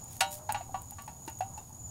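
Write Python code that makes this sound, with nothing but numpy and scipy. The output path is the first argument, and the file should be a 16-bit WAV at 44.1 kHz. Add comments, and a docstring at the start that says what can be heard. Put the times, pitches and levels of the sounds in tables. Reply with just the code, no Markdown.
"""Something hollow, probably cookware, is set down with a clack and knocks about, ringing briefly: each
knock sums a decaying tone, bursts of coloured noise and a bank of damped modes. It stands by a campfire
at night, whose embers tick and crackle (short decaying noise) and hiss over a low rumble (filtered noise).
Crickets trill in the woods: pulsed sines, smeared by a decaying noise response."""
import sys
import numpy as np
from scipy import signal
from scipy.fft import rfft, irfft, next_fast_len
from scipy.io import wavfile
from scipy.ndimage import map_coordinates

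SR = 44100
rng = np.random.default_rng(int(sys.argv[2]) if len(sys.argv) > 2 else 0)


def output_pcm(signal):
    """Save a mono or channel-first signal as 16-bit PCM at the path in sys.argv[1].

    Samples are clipped to [-1, 1] before scaling.
    """
    pcm = np.clip(np.atleast_2d(signal).T, -1, 1) * 32767
    wavfile.write(sys.argv[1], SR, np.round(pcm).astype(np.int16))


N = 83790
T = np.arange(N) / SR  # time in s
RATTLE_S = 0.0088  # the sound builds up while the contact chatters; 60 dB approach time

# The blows on the hollow vessel, levels before the vessel's low cut. Each row: start in seconds, level of
# the hollow tone in dB, its pitch in Hz, level of the clack in dB, of the crack in dB, of the ring in dB,
# the two pitches, in Hz, around which the ring is favoured, their lift in dB, ring tilt in dB per octave.
VESSEL_KNOCKS = [(.206, -20.5, 748, -26.5, -21, -30.5, 781, 3886, 3, 0),
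                 (0.4907, -18.5, 853, -34, -50, -39, 980, 1620, 7.1, -5),
                 (.5445, -23, 830, -37, -56, -40, 1180, 1700, 13, -2.5),
                 (.607, -30.5, 714, -50, -70, -61, 890, 2228, 12, -4),
                 (.691, -37.5, 770, -82, -79, -63, 781, 2650, 3, -16),
                 (.7425, -22, 770, -47, -63, -47, 1130, 990, 21, -3),
                 (.919, -38.5, 809, -69, -74, -68, 890, 1620, 8.2, -1.5),
                 (.9835, -46, 900, -49, -62, -55, 1141, 1830, 22, -1),
                 (1.077, -33.5, 863, -49, -49.5, -57, 938, 1141, 10.4, -5),
                 (1.2765, -33, 896, -44, -41, -55.5, 890, 2783, 8, -2.5),
                 (1.4055, -19, 746, -45, -45, -48, 781, 2630, 12.4, -4.5),
                 (1.5755, -34.5, 859, -55.5, -46.5, -68, 2700, 3680, 17, -1),
                 (1.704, -45.5, 866, -76, -83, -85, 890, 2640, 4.2, -10)]


def amp(db):
    """Level law: decibels to amplitude gain."""
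    return 10 ** (np.asarray(db) / 20)


def unit(x):
    """Normalisation: scale to rms 1."""
    return x / np.sqrt(np.mean(x ** 2) + 1e-20)


def fade(t60):
    """Exponential decay from time zero, falling 60 dB in t60 seconds."""
    return np.exp(-np.log(1000) * T / t60)


def filtered(x, response):
    """Linear filtering: the spectrum of x times a response of frequency."""
    size = next_fast_len(N + 8192)
    spectrum = rfft(x, size) * response(np.fft.rfftfreq(size, 1 / SR))
    return irfft(spectrum, size)[:N]


def noise(points):
    """Coloured noise: white noise shaped by (Hz, dB) points along log frequency, at rms 1."""
    f, db = np.transpose(points)
    white = rng.standard_normal(N)
    return unit(filtered(white, lambda hz: amp(np.interp(np.log(hz + 1), np.log(f), db))))


def wobble(rate, t=T):
    """Random modulation: a smooth curve through normal random knots, rate knots a second."""
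    return map_coordinates(rng.standard_normal(4096), [t * rate], mode="wrap")


def delayed(x, s):
    """Pure delay: x starting s seconds later."""
    return np.pad(x, (max(round(s * SR), 0), 0))[:N]


def hollow_tone(pitch):
    """Cavity resonance: one damped sine with a soft onset, answered by a nearby surface."""
    t60, rise_s = 0.06, 0.0015
    echo_s, echo_db = 0.012, -9
    tone = np.sin(2 * np.pi * pitch * T) * fade(t60) * (1 - np.exp(-(T / rise_s) ** 2))
    return tone + amp(echo_db) * delayed(tone, echo_s)


def contact_burst(clack_db, crack_db):
    """Impact noise: dense clack and brighter crack, each with a fast decay and a weaker, slower tail."""
    # Spectrum of the clack. Each row: frequency in Hz, level in dB.
    clack_colour = [(300, -25), (500, -24), (620, 8), (900, 3), (1050, -12.5), (1600, 1), (2200, -5.5),
                    (2700, 2.5), (3100, -22), (4000, -8), (6000, -20), (10000, -49)]
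    # Spectrum of the crack. Each row: frequency in Hz, level in dB.
    crack_colour = [(1500, -27), (3500, -1), (5500, 1.5), (8000, 1), (10500, 0.5), (13000, -5),
                    (16000, -17)]
    clack_t60, clack_tail_db, clack_tail_t60 = 0.089, -19, .28
    crack_t60, crack_tail_db, crack_tail_t60 = 0.046, -19, .2
    clack = noise(clack_colour) * (fade(clack_t60) + amp(clack_tail_db) * fade(clack_tail_t60))
    crack = noise(crack_colour) * (fade(crack_t60) + amp(crack_tail_db) * fade(crack_tail_t60))
    return (amp(clack_db) * clack + amp(crack_db) * crack) * (1 - fade(RATTLE_S))


def vessel_ring(ring_db, focus_hz, lift_db, tilt_db):
    """Modal synthesis: damped sines, the modes that the point of contact favours being lifted."""
    # The vessel's upper modes. Each row: frequency in Hz, level in dB, 60 dB decay time in seconds.
    vessel_modes = [(779, 3, .26), (890, -6, .22), (938, 0, .3), (980, -11, .25), (1141, -7, .17),
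                    (1168, -12, .22), (1320, -8, .2), (1451, 1, .17), (1620, -7, .14), (1770, -6, .14),
                    (1948, 0, .11), (2228, -5, .18), (2380, -5, .1), (2700, -1, .11), (2783, -4, .16),
                    (2857, -3, .19), (2986, -7, .24), (3241, -3, .16), (3680, -7, .17), (3886, -10, .3),
                    (4160, -6, .18), (4520, -6, .13), (5447, -8, .15), (5882, -8, .13), (6205, -7, .1),
                    (7910, -4, .12), (9245, 0, .07)]
    focus_oct = .055  # width of the favoured region in octaves
    waver_rad, waver_per_s = .55, 45  # phase waver and its knots a second
    hz, level, t60 = np.transpose(vessel_modes)
    t = T[:SR // 3]
    decays = np.exp(-np.log(1000) * t / t60[:, None]) * (1 - fade(RATTLE_S)[:len(t)])
    favour = sum(np.exp(-(np.log2(hz / f) / focus_oct) ** 2) for f in focus_hz)
    # a random phase waver roughens the ring
    waver = waver_rad * np.array([wobble(waver_per_s, t) for _ in hz])
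    start_cycle = rng.random((len(hz), 1))
    modes = decays * np.sin(2 * np.pi * (hz[:, None] * t + start_cycle) + waver)
    gains = amp(ring_db + level + lift_db * favour + tilt_db * np.log2(hz / hz[0]))
    return np.pad(gains @ modes, (0, N - len(t)))


def knocks():
    """Impact excitation: each blow sums cavity tone, contact noise and modes, with little radiated low down."""
    baffle_hz = 528  # the small vessel radiates little below this
    out = np.zeros(N)
    for s, hollow_db, pitch, clack_db, crack_db, ring_db, *focus_hz, lift_db, tilt_db in VESSEL_KNOCKS:
        hollow = amp(hollow_db) * hollow_tone(pitch)
        burst = contact_burst(clack_db, crack_db)
        ring = vessel_ring(ring_db, focus_hz, lift_db, tilt_db)
        out += delayed(hollow + burst + ring, s)
    return signal.sosfilt(signal.butter(6, baffle_hz, "high", fs=SR, output="sos"), out)


def bending_ring():
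    """Mode of varying frequency: the lowest mode sings on, bends as the vessel tilts and is damped."""
    # Pitch path of the lowest mode. Each row: time in seconds, frequency in Hz.
    pitch_path = [(.21, 589.6), (0.359, 598), (.46, 620), (0.519, 596), (.6, 564)]
    level_db, t60 = -44.5, 1.45
    damp_s = 0.026  # time constant of the damping after the last point of the path
    s, hz = np.transpose(pitch_path)
    tone = np.sin(2 * np.pi * np.cumsum(np.interp(T, s, hz)) / SR)
    damping = np.exp(-np.maximum(T - s[-1], 0) / damp_s)
    envelope = delayed(fade(t60) * (1 - fade(RATTLE_S)), VESSEL_KNOCKS[0][0])
    return amp(level_db) * tone * envelope * damping


def thud():
    """Damped oscillation: a soft, low sine as one knock also bumps the ground."""
    start_s, level_db, hz, t60 = 1.277, -31, 321, 0.036
    bump = np.sin(2 * np.pi * hz * T) * fade(t60) * (1 - fade(RATTLE_S))
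    return amp(level_db) * delayed(bump, start_s)


def ticks():
    """Impulsive emission: sharp ember snaps with a faint scatter, over a random crackle of tiny ones."""
    # The separate ember snaps. Each row: start in seconds, peak level before the scatter in dB.
    ember_ticks = [(0.0422, -32.5), (0.1136, -36), (.130, -28.5), (.1675, -27.5), (.343, -42),
                   (0.347, -26.5), (.366, -45), (.5236, -15), (.8193, -28.5), (0.825, -36), (.9092, -24.5),
                   (1.0214, -26.5), (1.0633, -34), (1.263, -34), (1.2982, -28.5), (1.3895, -29),
                   (1.6955, -41)]
    # Spectrum of snaps, scatter and crackle. Each row: frequency in Hz, level in dB.
    tick_colour = [(1000, -23), (3000, -20), (6000, -14), (8500, 3.5), (12000, -1), (16000, -2)]
    snap_t60, scatter_db, scatter_t60 = 0.0024, -20, 0.042
    crackle_per_s, crackle_db, crackle_spread_db = 23, -53, 4
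    out = np.zeros(N)
    for s, db in ember_ticks:
        snap = noise(tick_colour) * fade(snap_t60)
        scatter = amp(scatter_db) * noise(tick_colour) * fade(scatter_t60)
        out += amp(db) * delayed(snap / np.abs(snap).max() + scatter, s)
    strengths = amp(crackle_db + crackle_spread_db * rng.uniform(-0.88, 1, N))
    sparks = (rng.random(N) < crackle_per_s / SR) * strengths
    crackle = signal.fftconvolve(sparks, fade(snap_t60))[:N] * noise(tick_colour)
    return out + crackle


def sizzle():
    """Amplitude-modulated noise: a grainy hiss that swells in brief spurts."""
    # The sizzling spurts. Each row: centre in seconds, half length (to 1/e) in seconds, mean level in dB.
    spurts = [(.14, 0.045, -57), (0.348, 0.034, -46)]
    # Spectrum of the hiss. Each row: frequency in Hz, level in dB per Hz.
    hiss_colour = [(1200, -16), (2500, -12), (3600, -10.5), (5000, -6.5), (7600, -2.5), (8800, 1),
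                   (12000, -1.5), (15500, -3.5)]
    steady = amp(-59)
    swells = sum(amp(db + 4.7 * wobble(253.7)) * np.exp(-((T - s) / half) ** 2) for s, half, db in spurts)
    grain = amp(1.0 * wobble(650))
    return (steady + swells) * grain * noise(hiss_colour)


def frying():
    """Decaying noise source: a lower sizzle that wavers as it dies down."""
    # Spectrum of the frying. Each row: frequency in Hz, level in dB per Hz.
    fry_colour = [(800, -17), (1800, -5.5), (4000, -2.5), (7000, -0.5), (12000, -22)]
    start_db, fall_db_per_s, swing_db = -67.5, 6.5, 2.5
    return amp(start_db - fall_db_per_s * T + swing_db * wobble(29.85)) * noise(fry_colour)


def rumble():
    """Low-frequency noise: the rumble of the fire, gently unsteady."""
    # Spectrum of the rumble. Each row: frequency in Hz, level in dB per Hz.
    rumble_colour = [(20, -6), (33, -45), (50, -11.5), (85, 2.5), (115, 1.5), (170, -7.5), (260, -11.5),
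                     (400, -25.5), (1000, -39), (3000, -80)]
    return amp(-50.5 + 1.54 * wobble(9.4)) * noise(rumble_colour)


def cricket_chorus(count=14):
    """Incoherent summation: far trills of pulsed sines, spread in pitch and stroke rate."""
    centre_hz, spread_hz, trill_per_s = 6810, 115, 45
    chorus = np.zeros(N)
    for place in np.linspace(-1, 1, count):
        pitch = centre_hz + spread_hz * place + 75 * wobble(90)
        stroke_rate = trill_per_s * rng.uniform(.7, 1.3)
        strokes = np.sin(np.pi * (stroke_rate * T + rng.random())) ** 4
        chorus += amp(6.2 * wobble(5.72)) * strokes * np.sin(2 * np.pi * np.cumsum(pitch) / SR)
    return amp(-54.5) * unit(chorus)


def near_cricket():
    """Amplitude and frequency modulation: a nearer, higher chirper whose pitch sags in each syllable."""
    # Chirps of the nearest cricket. Each row: centre in seconds, level in dB.
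    chirps = [(0.039, -52.5), (.32, -52.5), (.595, -53), (.94, -54.5), (1.275, -56.5), (1.565, -51),
              (1.86, -48.5)]
    chirp_hz, half_s = 6978, 0.066  # mean pitch; half length of a chirp (to 1/e)
    syllables_per_s, sag_hz = 19.7, 50.3
    syllable = (syllables_per_s * T) % 1  # position within the syllable, 0 to 1
    pitch = chirp_hz - sag_hz * (syllable - .5) + 25 * wobble(150)
    swell = sum(amp(db) * np.exp(-((T - s) / half_s) ** 2) for s, db in chirps)
    return swell * unit(np.sin(np.pi * syllable) ** 2 * np.sin(2 * np.pi * np.cumsum(pitch) / SR))


def crickets():
    """Diffuse scattering: all the insects' song plus its convolution with decaying noise, for the trees."""
    # Spectrum of the farthest insects. Each row: frequency in Hz, level in dB.
    farthest_colour = [(5600, -50), (6250, -5), (6550, 4.5), (6950, 5), (7150, -60), (7600, -23)]
    woods_t60, woods_db = 0.21, -5.5
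    song = cricket_chorus() + near_cricket() + amp(-62.5) * noise(farthest_colour)
    trees = rng.standard_normal(N) * fade(woods_t60)
    trees = trees / np.linalg.norm(trees)
    return song + amp(woods_db) * signal.fftconvolve(song, trees)[:N]


def night_air():
    """Broadband ambient noise: the night air, unsteady and slowly falling in level."""
    # Spectrum of the air. Each row: frequency in Hz, level in dB per Hz.
    air_colour = [(200, -5.5), (470, -7.5), (800, 3), (1000, -3), (1300, -11.5), (2200, -27.5), (5000, -49),
                  (12000, -35)]
    start_db, fall_db_per_s = -58, 1.5
    return amp(start_db - fall_db_per_s * T + 2.0 * wobble(14.44)) * noise(air_colour)


def scene():
    """Superposition: the pressures of all sources add at one microphone."""
    vessel = knocks() + bending_ring() + thud()
    fire = ticks() + sizzle() + frying() + rumble()
    return (vessel + fire + crickets() + night_air())[None]


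def record(dry):
    """Band limiting: the recorder keeps nothing from its upper limit on."""
    top_hz = 15750
    return np.array([filtered(ch, lambda hz: hz < top_hz) for ch in dry])


dry = scene()
out = record(dry)
output_pcm(out)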